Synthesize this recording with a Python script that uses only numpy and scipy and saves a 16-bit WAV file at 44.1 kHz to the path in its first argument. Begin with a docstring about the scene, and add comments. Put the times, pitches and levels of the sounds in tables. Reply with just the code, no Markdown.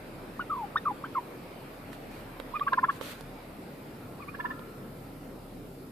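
"""By a road, from an idling car with a window open: wild turkeys outside gobble three times.
The first gobble alternates rising yelps and falling slurs, swept tones with an octave and some rasp.
The others open with two slurs and break into a rattle of two-pitched notes, 18 a second; a faint ring lingers.
The engine is a stack of sines; the hand-held camera ticks and rustles in shaped noise as it is turned.
Behind lie a bed of rumble and hiss, and a thin whine of the camera's electronics."""
import sys
import numpy as np
from scipy import signal
from scipy.fft import rfft, irfft
from scipy.io import wavfile
from scipy.ndimage import uniform_filter1d

SR = 44100
rng = np.random.default_rng(int(sys.argv[2]) if len(sys.argv) > 2 else 0)


def transcribe(u):
    """Save the signal u as a 16-bit wav file named by the first command-line argument.

    u: samples, shape (n,) or (channels, n), limited to [-1, 1]; the rate is SR.
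    q: integer samples, one column per channel.
    """
    v = np.clip(np.atleast_2d(u).T, -1, 1)
    q = np.round(v * 32767).astype(np.int16)
    wavfile.write(sys.argv[1], SR, q)


N = 260631
TIME = np.arange(N) / SR  # seconds


def amp(db):
    """Decibels to gain."""
    return 10 ** (np.asarray(db) / 20)


def unit(x):
    """Scales to rms 1."""
    return x / np.sqrt(np.mean(x ** 2) + 1e-20)


def curve(rows, t=TIME):
    """Reads (s, value) rows at the times t."""
    return np.interp(t, *np.transpose(rows))


def across(points, hz):
    """Reads (Hz, value) rows on a log-frequency axis."""
    f, value = np.transpose(points)
    return np.interp(np.log(hz + 1), np.log(f + 1), value)


def add(mix, s, sound):
    """Mixes a sound in at time s."""
    part = mix[..., round(s * SR):][..., :sound.shape[-1]]
    part += sound[..., :part.shape[-1]]


def drift(hz):
    """Slow chance of rms 1, moving up to about hz times a second."""
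    f = np.fft.rfftfreq(N, 1 / SR)
    noise = rfft(rng.standard_normal(N))
    return unit(irfft(noise * np.exp(-(f / hz) ** 2), N))


def coloured(x, points):
    """Filters by a (Hz, dB) spectrum."""
    gain = amp(across(points, np.fft.rfftfreq(N, 1 / SR)))
    return irfft(rfft(x) * gain, N)


def latest(notes):
    """For every moment: the time since the latest note began, and that note's other columns."""
    s, *columns = np.transpose(notes)
    row = np.maximum(np.searchsorted(s, TIME) - 1, 0)
    return TIME - s[row], *(c[row] for c in columns)


def arch(u):
    """Half a sine as u goes from 0 to 1, zero outside."""
    return np.sin(np.pi * np.clip(u, 0, 1)) * (u < 1)


def syrinx(hz, gain, octave, rough, third_db=-24):
    """A nearly pure, slightly unsteady tone with its octave and a trace of the twelfth."""
    phase = 2 * np.pi * np.cumsum(hz * (1 + rough * drift(340.4))) / SR
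    overtones = octave * (np.sin(2 * phase) + amp(third_db) * np.sin(3 * phase))
    wave = gain * np.sin(phase) + overtones
    return np.sqrt(2) * (1 + 3 * rough * drift(270)) * wave


def rasp(low_hz=800, high_hz=2700, slope=3):
    """Turbulence in the bird's voice box: noise of rms 1 in a band."""
    f = np.fft.rfftfreq(N, 1 / SR) + 1
    band = 1 + (low_hz / f) ** (2 * slope) + (f / high_hz) ** (2 * slope)
    return unit(irfft(rfft(rng.standard_normal(N)) / band, N))


# Yelps outside the window, flung upwards. Each row: start in seconds, length in seconds, top pitch in Hz,
# attack level in dB, tail level in dB, level of the reedy octave in dB.
YELP_NOTES = [(0.3925, 0.0395, 1484, -27.5, -36, -48), (0.7565, 0.035, 1848, -18.5, -44, -39.5),
              (1.0375, 0.036, 1590, -30.5, -48, -55)]
YELP_FROM_HZ, YELP_RISE_HZ_PER_S, YELP_SAG_HZ_PER_S = 928, 54000, 3500
YELP_ATTACK_S, YELP_FADE_DB_PER_S = 0.0038, 1100


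def yelps(rough=0.015, octave_db=-32, rasp_db=-46, third_db=-17):
    """A sharp attack shoots up in pitch, then frays into a weak, reedy, raspy tail."""
    t, length, top_hz, attack_db, tail_db, reedy_db = latest(YELP_NOTES)
    t = np.clip(t, 0, length)
    rise_s = (top_hz - YELP_FROM_HZ) / YELP_RISE_HZ_PER_S
    rising_hz = YELP_FROM_HZ + YELP_RISE_HZ_PER_S * t
    sagging_hz = top_hz - YELP_SAG_HZ_PER_S * (t - rise_s)
    hz = np.minimum(rising_hz, sagging_hz)
    fading_db = attack_db - YELP_FADE_DB_PER_S * np.maximum(t - YELP_ATTACK_S, 0)
    attack = np.minimum(t / YELP_ATTACK_S, 1) * amp(fading_db) * (t < length)
    tail = arch(t / length)
    reedy = amp(reedy_db) * arch((t - rise_s / 2) / (length - rise_s / 2)) ** 2
    gain = np.hypot(attack, amp(tail_db) * tail)
    tone = syrinx(hz, gain, reedy + amp(octave_db) * attack, rough, third_db)
    return tone + amp(rasp_db) * tail * rasp(high_hz=1570)


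# Slurs outside the window, in two parts with a catch of the voice between. Each row: start in seconds,
# first part in seconds, second part in seconds, pitch before the warble at the start, the catch and the end
# in Hz, first level in dB, second level in dB, level of the reedy octave in dB, warble as a share of the pitch.
SLUR_NOTES = [(0.495, 0.05, 0.11, 1293, 1105, 780, -30, -35.5, -70, 0.063),
              (0.852, 0.038, 0.035, 1330, 1040, 800, -25.5, -32, -61, 0.074),
              (1.148, 0.016, 0.033, 1350, 1100, 930, -27.5, -25, -51.5, 0.046),
              (2.534, 0.018, 0.029, 872, 1250, 1180, -32, -30, -40.5, 0.01),
              (2.606, 0.02, 0.018, 1065, 1220, 1250, -25.5, -38, -46, 0.0084),
              (4.190, 0.019, 0.039, 892, 1280, 1020, -43, -45, -51.5, 0.018),
              (4.270, 0.01, 0.022, 1053, 1140, 1290, -41, -39, -44, 0.02)]
WARBLE_HZ, WARBLE_FADE_S, WARBLE_DIP = 41.35, 0.095, 0.12  # pitch and level shake together
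REEDY_LAG_S, REEDY_S = 0.014, 0.048  # just after the catch the voice turns reedy
SLUR_ATTACK_S, SLUR_RELEASE_S, CATCH_DIP, CATCH_S = 0.0095, 0.013, 0.44, 0.003


def slurs(rough=0.013, octave_db=-38, rasp_db=-7):
    """Whistles that slide and warble; each catches once and goes on with an octave and some rasp."""
    t, first_s, second_s, start_hz, catch_hz, end_hz, first_db, second_db, reedy_db, warble = latest(SLUR_NOTES)
    after = t - first_s  # time from the catch
    first, second = np.clip(t / first_s, 0, 1), np.clip(after / second_s, 0, 1)
    warble_fade = np.exp(-np.maximum(after, 0) / WARBLE_FADE_S)  # less after the catch
    shake = -np.cos(2 * np.pi * WARBLE_HZ * after) * warble_fade
    slide_hz = start_hz + (catch_hz - start_hz) * first + (end_hz - catch_hz) * second
    hz = slide_hz * (1 + warble * shake)
    envelope = np.clip(np.minimum(t / SLUR_ATTACK_S, (second_s - after) / SLUR_RELEASE_S), 0, 1)
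    level_db = first_db + (second_db - first_db) * (1 + np.tanh(after / CATCH_S)) / 2
    catch = 1 - CATCH_DIP * np.exp(-(after / CATCH_S) ** 2)
    gain = envelope * amp(level_db) * (1 + WARBLE_DIP * shake) * catch
    reedy = envelope * amp(reedy_db) * arch(.5 + (after - REEDY_LAG_S) / REEDY_S) ** 2
    tone = syrinx(hz, gain, reedy + amp(octave_db) * gain, rough)
    return tone + amp(rasp_db) * reedy * rasp()


# Rattle notes outside the window. Each row: voice break in seconds, low pitch in Hz, low level in dB,
# high pitch in Hz, high level in dB; the pitch sags and the levels are trimmed in the function.
RATTLE_NOTES = [(2.677, 1109, -18, 1628, -30), (2.7325, 1040, -14.5, 1657, -28.5),
                (2.785, 1037, -14, 1735, -37), (2.8407, 1036, -12, 1692, -31.5),
                (2.895, 1113, -16.5, 1710, -31.5), (4.344, 1119, -39, 1650, -37.5),
                (4.399, 1024, -28, 1713, -33.5), (4.451, 1012, -23, 1739, -33.5),
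                (4.503, 1050, -29, 1770, -37.5)]


def rattle(swell_s=0.0125, high_s=0.016, low_db=-3.5, high_db=1, held_db=-14, middle_db=-15,
           sum_db=-18, rasp_db=-15, rough=0.023, sag_hz_per_s=5000):
    """Each note swells on its low pitch, sagging a little, then breaks into three tones at once, with some rasp."""
    s, *columns = np.transpose(RATTLE_NOTES)
    nearest = np.searchsorted((s[1:] + s[:-1]) / 2, TIME)
    low_hz, low, high_hz, high = (c[nearest] for c in columns)
    t = TIME - s[nearest]  # time from the break
    leap_s = .0022
    swell = np.where(t < 0, np.clip(1 + t / swell_s, 0, 1), np.exp(-abs(t) / leap_s))
    broken = np.interp(t, [-leap_s / 2, leap_s, high_s / 2, high_s], [0, 1, 1, 0])
    middle_hz = (low_hz + high_hz) / 2
    leap_hz = middle_hz + np.clip(t / leap_s, -1, 1) * (high_hz - middle_hz)
    sag_hz = sag_hz_per_s * (np.minimum(abs(t), swell_s) - swell_s / 4)
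    low_gain = amp(low + low_db) * (swell + amp(held_db) * broken)  # the low pitch carries on weakly
    high_gain = amp(high + high_db) * broken
    sound = syrinx(low_hz + sag_hz, low_gain, amp(-30) * low_gain, rough / 2)
    sound += syrinx(leap_hz, high_gain, amp(-22.0) * high_gain, rough)
    sound += syrinx(middle_hz, amp(low + middle_db) * broken, 0, rough * 2)
    # while both pitches are strong, they mix into a tone at their sum
    sum_gain = amp(sum_db) * high_gain * np.exp(-abs(t) / 0.0093)
    sound += syrinx(low_hz + high_hz, sum_gain, 0, rough)
    return sound + amp(rasp_db) * high_gain * rasp()


def cabin(x, t60=0.045, far_db=-13, far_t60=1.0):
    """Quick reflections inside the car and a faint tail from the wooded slope; decays in seconds."""
    t = np.arange(SR // 2) / SR
    signs = rng.choice([-1., 1.], (2, len(t)))
    sparse = rng.random((2, len(t))) < 3000 / SR  # about 3000 reflections a second
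    taps = signs * sparse * (t > .002)
    response = 0
    for db, decay in (0, t60), (far_db, far_t60):
        tail = taps * amp(-60 * t / decay)
        response = response + amp(db) * tail / np.linalg.norm(tail, axis=1, keepdims=True)
    return signal.fftconvolve(x[None], response, axes=1)[:, :N]


# Where the birds stand as the camera turns. Each row: time in seconds, lead of the left ear in ms,
# left-right difference in dB, reflections in dB against the direct sound.
BIRD_BEARING = [(1.2, 0.075, 0.5, -10.5), (2.549, 0.075, -5, -9), (2.75, 0.12, 0.5, -11),
                (4.3, -0.13, -3.5, 3)]


def placed(x):
    """Sets the birds by delay and balance between the ears; reflections grow as the camera turns from the window."""
    s, *columns = np.transpose(BIRD_BEARING)
    lead_ms, balance_db, wet_db = (np.interp(TIME, s, c) for c in columns)
    lead = lead_ms / 1000
    direct = [np.interp(TIME + side * lead, TIME, x) * amp(side * balance_db) for side in (.5, -.5)]
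    return (direct + cabin(x * amp(wet_db))) / np.sqrt(1 + amp(wet_db) ** 2)


# Swells of a faint ring around the last gobble. Each row: peak in seconds, level in dB.
RING_SWELLS = [(4.049, -59.5), (4.52, -50.5), (5.25, -67)]
LINGER_RISE_DB_PER_S, LINGER_FALL_DB_PER_S = 105, 32


def linger(hz=1330, width_hz=95):
    """A narrow, fuzzy band of sound that dies away slowly, partly shared by the ears."""
    phase = 2 * np.pi * hz * TIME
    left, right, shared = (drift(width_hz) * np.cos(phase) + drift(width_hz) * np.sin(phase) for _ in range(3))
    level = 0
    for s, db in RING_SWELLS:
        drop_db = np.maximum(LINGER_RISE_DB_PER_S * (s - TIME), LINGER_FALL_DB_PER_S * (TIME - s))
        level = level + amp(db - drop_db)
    return level * (np.array([left, right]) + shared) / np.sqrt(2)


# Handling ticks close to the microphone. Each row: time in seconds, then the levels of the snap, the knock
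# of the housing and the bright edge in dB, before colouring and left-right balance.
HANDLING_TICKS = [(1.930, -41, -47, -46), (2.3996, -28.5, -31.5, -44), (2.596, -27.5, -46, -67),
                  (2.733, -30, -38, -48.5), (3.0118, -34, -29, -44.5), (3.209, -48, -41, -41),
                  (4.593, -45, -39, -58)]
# Colour of the snap. Each row: frequency in Hz, gain in dB.
SNAP_COLOUR = [(300, -7), (900, 8.5), (1700, 11), (2600, -3), (3800, 3.5), (4800, -27), (13000, -37)]
# Colour of the bright edge. Each row: frequency in Hz, gain in dB.
EDGE_COLOUR = [(2500, -18), (4600, 3), (6500, -9), (9000, -5.5), (14000, -7)]
# Modes of the camera's housing. Each row: frequency in Hz, relative level in dB, 60 dB decay in seconds.
HOUSING_MODES = [(517, 0, 0.048), (900, -6.5, 0.037)]


def ticks():
    """A brief crackle of a snap with a bright edge, and the camera's housing knocks."""
    t = np.arange(SR // 16) / SR
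    knock = sum(amp(db - 60 * t / t60) * np.sin(2 * np.pi * hz * t) for hz, db, t60 in HOUSING_MODES)
    burst = t * np.exp(-t / .0007)
    snaps, knocks, edges = np.zeros((3, N))
    for s, snap_db, knock_db, edge_db in HANDLING_TICKS:
        crackle = rng.standard_normal(len(t)) * burst / burst.max()
        add(snaps, s, amp(snap_db) * crackle)
        add(edges, s, amp(edge_db) * crackle)
        add(knocks, s, amp(knock_db) * knock)
    return coloured(snaps, SNAP_COLOUR) + coloured(edges, EDGE_COLOUR) + knocks


# Strokes of the hand on the camera. Each row: start in seconds, length in seconds, level in dB
# before left-right balance.
HAND_STROKES = [(1.915, 0.025, -52), (2.097, 0.11, -57), (2.898, 0.077, -53), (3.004, 0.12, -44),
                (3.135, 0.075, -59)]
# Colour of skin on the housing. Each row: frequency in Hz, relative level in dB per Hz.
SKIN_COLOUR = [(530, -43), (900, -15), (1130, -6), (1440, -4), (2230, -6), (2590, -6), (4340, -7),
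               (5160, -16), (14000, -14.5)]
STROKE_ATTACK_S, STROKE_RELEASE_S = 0.019, 0.019


def rub(flutter=0.17):
    """Skin slides over the housing with a soft rustle; each stroke builds, holds and dies away."""
    rustle = rng.standard_normal((2, N)) * np.exp(flutter * drift(602))
    level = 0
    for s, length, db in HAND_STROKES:
        build = np.clip((TIME - s) / STROKE_ATTACK_S, 0, 1)
        release = np.exp(-np.maximum(TIME - s - length, 0) / STROKE_RELEASE_S)
        level = level + amp(db) * build * release
    both = rustle + 0.08 * rustle[::-1]  # a little of each side reaches the other
    return level * unit(coloured(both, SKIN_COLOUR))


# Higher orders of the idle. Each row: multiple of the firing rate, level in dB before the swing below.
IDLE_ORDERS = [(2, -66.5), (3, -62), (4, -59.5), (8, -61.5)]
IDLE_HZ = 34.6  # mean firing rate of the engine
# The deepest note of the idle waxes and wanes. 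Each row: time in seconds, level in dB before a small trim.
DEEP_THROB = [(0.0, -62), (0.15, -55.5), (1.18, -64.5), (2.48, -53.5), (3.04, -69), (3.25, -52),
              (3.65, -64.5), (5.62, -54), (5.9, -64)]
# The open window's middle range, least once the camera has turned away; it also steers the air below.
# Each row: time in seconds, change in dB before scaling.
WINDOW_OPENING = [(0, 1.5), (2.6, 2.25), (4.6, -1), (5.9, -2.5)]


def engine(wander=0.01005, throb=0.21, boom=0.8, deep_db=0.5):
    """Low orders of the idle, each waxing and waning; the upper ones boom more away from the window."""
    phase = 2 * np.pi * np.cumsum(IDLE_HZ * (1 + wander * drift(1.505))) / SR
    orders = 0
    for k, db in IDLE_ORDERS:
        throbbing = amp(db) * (1 + throb * drift(5.3))
        orders = orders + throbbing * np.sin(k * phase + rng.uniform(0, 2 * np.pi))
    deep = amp(curve(DEEP_THROB) + deep_db) * np.sin(phase)
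    return np.sqrt(2) * (deep + amp(-boom * curve(WINDOW_OPENING)) * orders)


# Rumble of the car and outdoor air. Each row: frequency in Hz, relative level in dB per Hz.
AIR_COLOUR = [(24, -35), (45, -14.5), (80, -11), (130, -2.5), (210, -2), (265, -0.5), (320, -4),
              (520, -6.5), (800, -13.5), (1700, -22.5), (2350, -23), (3100, -29), (5000, -32),
              (6000, -40.5), (8500, -36), (14000, -32)]
AIR_DB = -44.5  # overall rms level
# How far each range follows the window. Each row: frequency in Hz, share of the change in dB.
OPENING_SHARE = [(250, -0.019), (600, 0.6), (2300, 1.82), (5000, 0.3), (9000, -0.031)]
# Likeness of the two ears. Each row: frequency in Hz, left-right correlation from 0 to 1.
EAR_LIKENESS = [(60, 1), (250, .93), (600, 0.71), (1200, 0.067), (2500, 0.33), (6000, 0.065),
                (14000, 0.106)]


def air(patchy_db=1.6):
    """Rumble and hiss with drifting patches, alike at both ears in the bass."""
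    frames, hz = N // 512 + 5, np.fft.rfftfreq(2048, 1 / SR)
    a, b, c, d, patches = rng.standard_normal((5, frames, len(hz)))
    patches = uniform_filter1d(patches, size=8, axis=0)  # smooth in time
    patches = unit(uniform_filter1d(patches, size=16, axis=1))  # smooth in frequency
    same = np.clip(across(EAR_LIKENESS, hz), -1, 1)
    left = a + 1j * b
    right = same * left + np.sqrt(1 - same ** 2) * (c + 1j * d)
    opening_db = curve(WINDOW_OPENING, np.arange(frames) * 512 / SR)[:, None] * across(OPENING_SHARE, hz)
    gain = amp(across(AIR_COLOUR, hz) + opening_db + patchy_db * patches)
    z = np.array([left, right]) * gain / np.sqrt(1 + same)
    sound = signal.istft(z.transpose(0, 2, 1), nperseg=2048, noverlap=1536)[1][:, :N]
    return amp(AIR_DB) * unit(sound)


# Spells of the camera's whine. Each row: start in seconds, end in seconds, level in dB.
WHINE_SPELLS = [(1.201, 3.2, -74), (3.199, 5.892, -76), (3.95, 5.1, -78)]
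WHINE_HZ = 12780  # mean pitch


def whine(waver_hz=14, fade_s=0.047):
    """A thin wavering tone of the electronics that comes and goes."""
    level = 0
    for start, end, db in WHINE_SPELLS:
        level = level + amp(db) * np.clip(np.minimum(TIME - start, end - TIME) / fade_s, 0, 1)
    phase = 2 * np.pi * np.cumsum(WHINE_HZ + waver_hz * drift(55.5)) / SR
    return np.sqrt(2) * level * np.sin(phase)


def scene(tick_room_db=-10, tick_side_db=5.0, rub_side_db=1):
    """The birds outside, handling noise close by on the right, the car all round."""
    right = np.array([[-1], [1]])  # lowers the left ear, raises the right
    tick = ticks()
    handling = (tick + amp(tick_room_db) * cabin(tick)) * amp(tick_side_db * right)
    handling = handling + rub() * amp(rub_side_db * right)
    birds = placed(yelps() + slurs() + rattle())
    return birds + handling + linger() + engine() + air() + whine()


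EDGE_HZ = 14150  # top of the microphone's band


def record(dry):
    """The camera's band limit: a steep low-pass."""
    low_pass = signal.firwin(511, EDGE_HZ, window=("kaiser", 8), fs=SR)
    return signal.oaconvolve(dry, low_pass[None], "same")


dry = scene()
out = record(dry)
transcribe(out)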